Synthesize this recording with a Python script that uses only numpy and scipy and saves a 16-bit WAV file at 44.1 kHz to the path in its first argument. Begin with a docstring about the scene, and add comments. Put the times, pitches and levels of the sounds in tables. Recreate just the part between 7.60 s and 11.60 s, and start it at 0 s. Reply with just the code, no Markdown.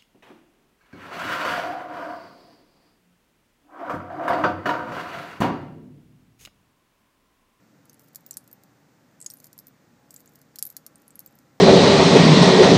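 """A wooden bench in a quiet room: oily liquid spits on a hot soldering iron, heard close up.
Each bursting bubble is a sharp snap of its film plus a short, rising ring of its cavity.
Bench and tools scatter the sound; the room adds a faint tail. Tiny bubbles tick between the pops
while the iron is wet. Low room noise, hum and faint whines lie underneath."""
import sys
import numpy as np
from scipy import signal
from scipy.fft import rfft, irfft
from scipy.io import wavfile

SR = 44100
rng = np.random.default_rng(int(sys.argv[2]) if len(sys.argv) > 2 else 0)


def unload_wav(signal):
    """Save mono or channel-first audio to the path in sys.argv[1] as 16-bit WAV at rate SR, clipped to [-1, 1]."""
    wavfile.write(
        sys.argv[1],
        SR,
        np.round(np.clip(np.atleast_2d(signal).T, -1, 1) * 32767).astype(np.int16),
    )


N = 176400


def from_db(db):
    """Decibels to gain."""
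    return 10 ** (np.asarray(db) / 20)


def unit_energy(x):
    """Scale to a sum of squares of 1."""
    return x / np.sqrt(np.sum(x ** 2) + 1e-20)


def gain_at(spectrum, size):
    """Spectrum table to gains on the FFT grid."""
    hz, db = np.transpose(spectrum)
    return from_db(np.interp(np.log(np.fft.rfftfreq(size, 1 / SR) + 1), np.log(hz), db))


def waver(knots):
    """Slow random curve over the whole scene."""
    return np.interp(np.arange(N), np.linspace(0, N, knots), rng.standard_normal(knots))


def decay(t, t60_s):
    """Exponential envelope, 60 dB down at t60_s."""
    return np.exp(-np.log(1000) * t / t60_s)


def tail(t, delay_s, t60_s):
    """Delayed, decaying noise of unit energy."""
    return unit_energy(rng.standard_normal(len(t)) * (t >= delay_s) * decay(t, t60_s))


def add(out, start_s, sound):
    """Mix a sound in at start_s."""
    i = int(np.clip(start_s * SR, 0, N - 1))
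    out[i:i + len(sound)] += sound[:N - i]


# Room noise spectrum: f/Hz, relative level/dB
ROOM_SPECTRUM = [(42, -26), (80, -13), (125, -3), (175, -0.5), (305, -1), (390, -11), (510, -7), (720, -13),
                 (980, -14.5), (1800, -16), (3000, -25), (7000, -25.5), (10500, -35.5), (15000, -29)]

def room_noise(rms_db=-60):
    """Dull, steady noise."""
    noise = irfft(rfft(rng.standard_normal(N)) * gain_at(ROOM_SPECTRUM, N))
    return from_db(rms_db) * np.sqrt(N) * unit_energy(noise)


# Hum lines: f/Hz, rms level/dB
HUM_LINES = [(120, -75.5), (146.5, -72), (284, -76.5), (1355, -81)]

def hum(swell_depth=0.38, low_hz=57, low_db=-85, low_start_s=1.86):
    """Faint lines waver in level and phase; a low one joins about halfway."""
    t, lines = np.arange(N) / SR, np.zeros(N)
    for hz, db in HUM_LINES:
        swell = 1 + swell_depth * waver(knots=14)
        lines += from_db(db) * swell * np.sin(2 * np.pi * hz * t + waver(knots=14))
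    fade_in = np.clip(10 * (t - low_start_s), 0, 1)
    low_line = from_db(low_db) * fade_in * np.sin(2 * np.pi * low_hz * t)
    return np.sqrt(2) * (lines + low_line)


# Background whines: start t/s, end t/s, first f/Hz, last f/Hz, rms level/dB
WHINE_GLIDES = [(.3, 1.95, 760, 817, -77.5), (.2, 1.45, 888, 890, -78.5), (2.17, 4.1, 842, 805, -77),
                (3.2, 3.55, 1154, 1141, -77)]

def whines(fade_s=0.065, wander_hz=3.94, wander_db=2):
    """Faint, unsteady tones come and go."""
    t, out = np.arange(N) / SR, np.zeros(N)
    for start_s, end_s, first_hz, last_hz, db in WHINE_GLIDES:
        hz = np.interp(t, [start_s, end_s], [first_hz, last_hz]) + wander_hz * waver(knots=40)
        fade = np.clip(np.minimum(t - start_s, end_s - t) / fade_s, 0, 1)
        peak = np.sqrt(2) * from_db(db + wander_db * waver(knots=50))
        out += peak * fade * np.sin(2 * np.pi * np.cumsum(hz) / SR)
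    return out


# Diffuse tails: delay/s, t60/s, level/dB re direct
ROOM_TAILS = [(.003, 0.048, -12.5), (.008, 0.19, -24)]

def surroundings(direct):
    """Direct sound plus faint tails from the surroundings and the room."""
    t = np.arange(SR // 3) / SR
    response = sum(from_db(db) * tail(t, delay_s, t60_s) for delay_s, t60_s, db in ROOM_TAILS)
    return direct + signal.fftconvolve(direct, response)[:N]


def bench_paths(t, echo_s=0.00043, echo_db=-10.5, echo_spread=0.03, scatter_db=-1.5):
    """Direct path, scatter off iron and tools, and a bench bounce that varies from spot to spot."""
    paths = from_db(scatter_db) * tail(t, delay_s=0.0004, t60_s=0.018)
    paths[0] += 1
    delay_s = echo_s * (1 + echo_spread * rng.standard_normal())
    paths[round(delay_s * SR)] += from_db(echo_db)
    return paths


# Snap spectrum: f/Hz, relative level/dB
SNAP_SPECTRUM = [(200, -26), (900, -19), (1600, -6), (2650, -20.5), (4500, 0), (7500, 3), (9800, -0.5),
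                 (11800, 5.5), (15000, 3)]

def film_snap(size):
    """The film breaks: a minimum-phase click, built by folding the cepstrum."""
    cepstrum = irfft(np.log(gain_at(SNAP_SPECTRUM, size)))
    cepstrum[1:size // 2] *= 2
    cepstrum[size // 2 + 1:] = 0
    return unit_energy(irfft(np.exp(rfft(cepstrum))))


RISE_PER_S, OVERTONE_RATIO, OVERTONE_SPREAD, OVERTONE_DB = 9.9, 1.43, 0.03, -13.5
SWELL_CYCLES, RING_CYCLES, KICK_CYCLES = 1.26, 48, 18
KICK_DB, TEAR_DB = -8.5, -6

def cavity_ring(t, db, hz):
    """Two modes kick, ring and rise as the cavity empties; a violent burst tears it and damps them."""
    phase = 2 * np.pi * hz * t * (1 + RISE_PER_S * t / 2)
    ratio = OVERTONE_RATIO * (1 + OVERTONE_SPREAD * rng.standard_normal())
    modes = np.sin(phase) + from_db(OVERTONE_DB) * np.sin(ratio * phase)
    damping = 1 + from_db(db - TEAR_DB)
    ring = unit_energy(modes * decay(t, RING_CYCLES / hz / damping))
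    kick = unit_energy(modes * decay(t, KICK_CYCLES / hz / damping))
    cavity = unit_energy(np.diff(ring + from_db(KICK_DB) * kick, prepend=0))
    film_opening = 1 - np.exp(-t * hz / SWELL_CYCLES)
    return cavity * film_opening


def burst(snap, db, hz, ring_db):
    """One bubble: snap plus ring, reflected by bench and tools; db sets the total energy."""
    t = np.arange(len(snap)) / SR
    ring = cavity_ring(t, db, hz)
    paths = bench_paths(t)
    crack = unit_energy(signal.fftconvolve(snap, paths))
    ping = unit_energy(signal.fftconvolve(ring, paths))
    return from_db(db) * unit_energy(crack + from_db(ring_db) * ping)


# Spells of ticking: start t/s, end t/s, rate/(1/s), mean tick level/dB
FIZZ_SPELLS = [(0.4, 0.501, 160, -41.5), (0.526, 0.849, 45, -40.5), (1.692, 1.887, 220, -41.5),
               (2.515, 2.616, 240, -40), (2.689, 2.838, 65, -41.5), (3.026, 3.127, 130, -35.5),
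               (3.301, 3.84, 20, -44)]

def fizz(snap, low_hz=12050, high_hz=15800, spread_db=4):
    """Tiny, high-pitched bubbles burst at random within each spell."""
    out = np.zeros(N)
    for start_s, end_s, ticks_per_s, mean_db in FIZZ_SPELLS:
        span_s = end_s - start_s
        count = int(max(ticks_per_s * span_s, 1))
        for wait, pitch, strength in rng.random((count, 3)):
            hz = low_hz + pitch * (high_hz - low_hz)
            db = mean_db + spread_db * (2 * strength - 1)
            add(out, start_s + wait * span_s, burst(snap, db, hz, ring_db=-2.5))
    return out


# Bursting bubbles: t/s, level/dB, cavity f/Hz, ring level/dB re snap
BUBBLE_POPS = [(0.255, -35, 11600, 1), (.2964, -25.5, 6230, 0), (0.3312, -31.5, 11600, 3),
               (0.3434, -33, 11260, 2), (.3952, -29.5, 14100, -11), (0.548, -24, 14250, -10),
               (.558, -11.5, 14900, -16), (0.6636, -18.5, 15300, 4.5), (.709, -16, 14000, -5),
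               (0.7104, -11.5, 7630, 14), (0.7308, -27, 6100, 14), (0.7405, -24, 5900, -5),
               (0.7701, -9, 11600, -3.5), (0.772, -11.5, 9500, 1), (0.877, -29, 12000, -5),
               (.9143, -29.5, 14300, -2), (0.9292, -19.5, 13700, 15), (1.0359, -29.5, 14900, -19),
               (1.603, -25, 8160, 12), (1.614, -17, 8170, 15), (1.6254, -19, 7900, 17),
               (1.645, -26.5, 7900, 2), (1.6617, -18, 5040, 8), (1.663, -6.5, 6930, 38),
               (1.7019, -16, 5730, -2), (1.7093, -19.5, 8500, 11), (1.7186, -27, 14770, -6),
               (1.7376, -18, 14500, 9), (1.771, -29.5, 9800, 19), (1.8018, -25, 15000, -17),
               (1.8433, -20, 15100, -21), (1.8568, -28, 11700, 12), (1.869, -26.5, 14200, -10),
               (1.9302, -23, 11500, -24), (1.979, -22.5, 12500, 15), (1.989, -17, 5800, -18),
               (1.998, -24, 12800, 13), (2.0697, -23, 14700, 2), (2.0823, -26, 14200, 11),
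               (2.5074, -21, 8230, -2), (2.542, -21, 12400, -2), (2.5628, -19, 7660, 7),
               (2.6049, -29, 15050, -19), (2.659, -30.5, 13140, -18), (2.6758, -31, 7300, 15),
               (2.7567, -27, 14500, -22), (2.816, -29.5, 12800, -12), (2.9586, -16, 4400, -11.5),
               (2.987, -11.5, 5600, -9.5), (2.9917, -13.5, 11760, -8), (3.0256, -3.5, 9250, -1.5),
               (3.026, -1, 11600, 14), (3.053, -9.5, 13000, 15), (3.0662, -14.5, 11900, 7),
               (3.0719, -14.5, 12700, 17), (3.102, -17.5, 13300, 2), (3.1669, -9, 13700, -24),
               (3.265, -14.5, 12630, -18), (3.357, -26.5, 8840, 6), (3.4196, -35, 14700, -10),
               (3.48, -26, 11280, 10), (3.5061, -29, 8070, 13), (3.5557, -21, 11400, 12),
               (3.5922, -13.5, 13150, 5.5), (3.604, -23, 11540, -7), (3.6614, -19, 14200, 7.5),
               (3.675, -32.5, 7460, 21), (3.754, -33, 12900, 23), (3.7884, -30, 11700, -19.5)]

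def pops(snap):
    """Distinct bubbles burst on the hot iron."""
    out = np.zeros(N)
    for start_s, db, hz, ring_db in BUBBLE_POPS:
        add(out, start_s, burst(snap, db, hz, ring_db))
    return out


def scene():
    """Pops and fizz over the room's background, mono."""
    background = room_noise() + hum() + whines()
    snap = film_snap(size=1024)
    return (background + surroundings(pops(snap)) + surroundings(fizz(snap)))[None]


def record(dry, cutoff_hz=15400):
    """Steep elliptic low-pass."""
    return signal.sosfilt(signal.ellip(10, 0.3, 70, cutoff_hz, fs=SR, output="sos"), dry)


dry = scene()
out = record(dry)
unload_wav(out)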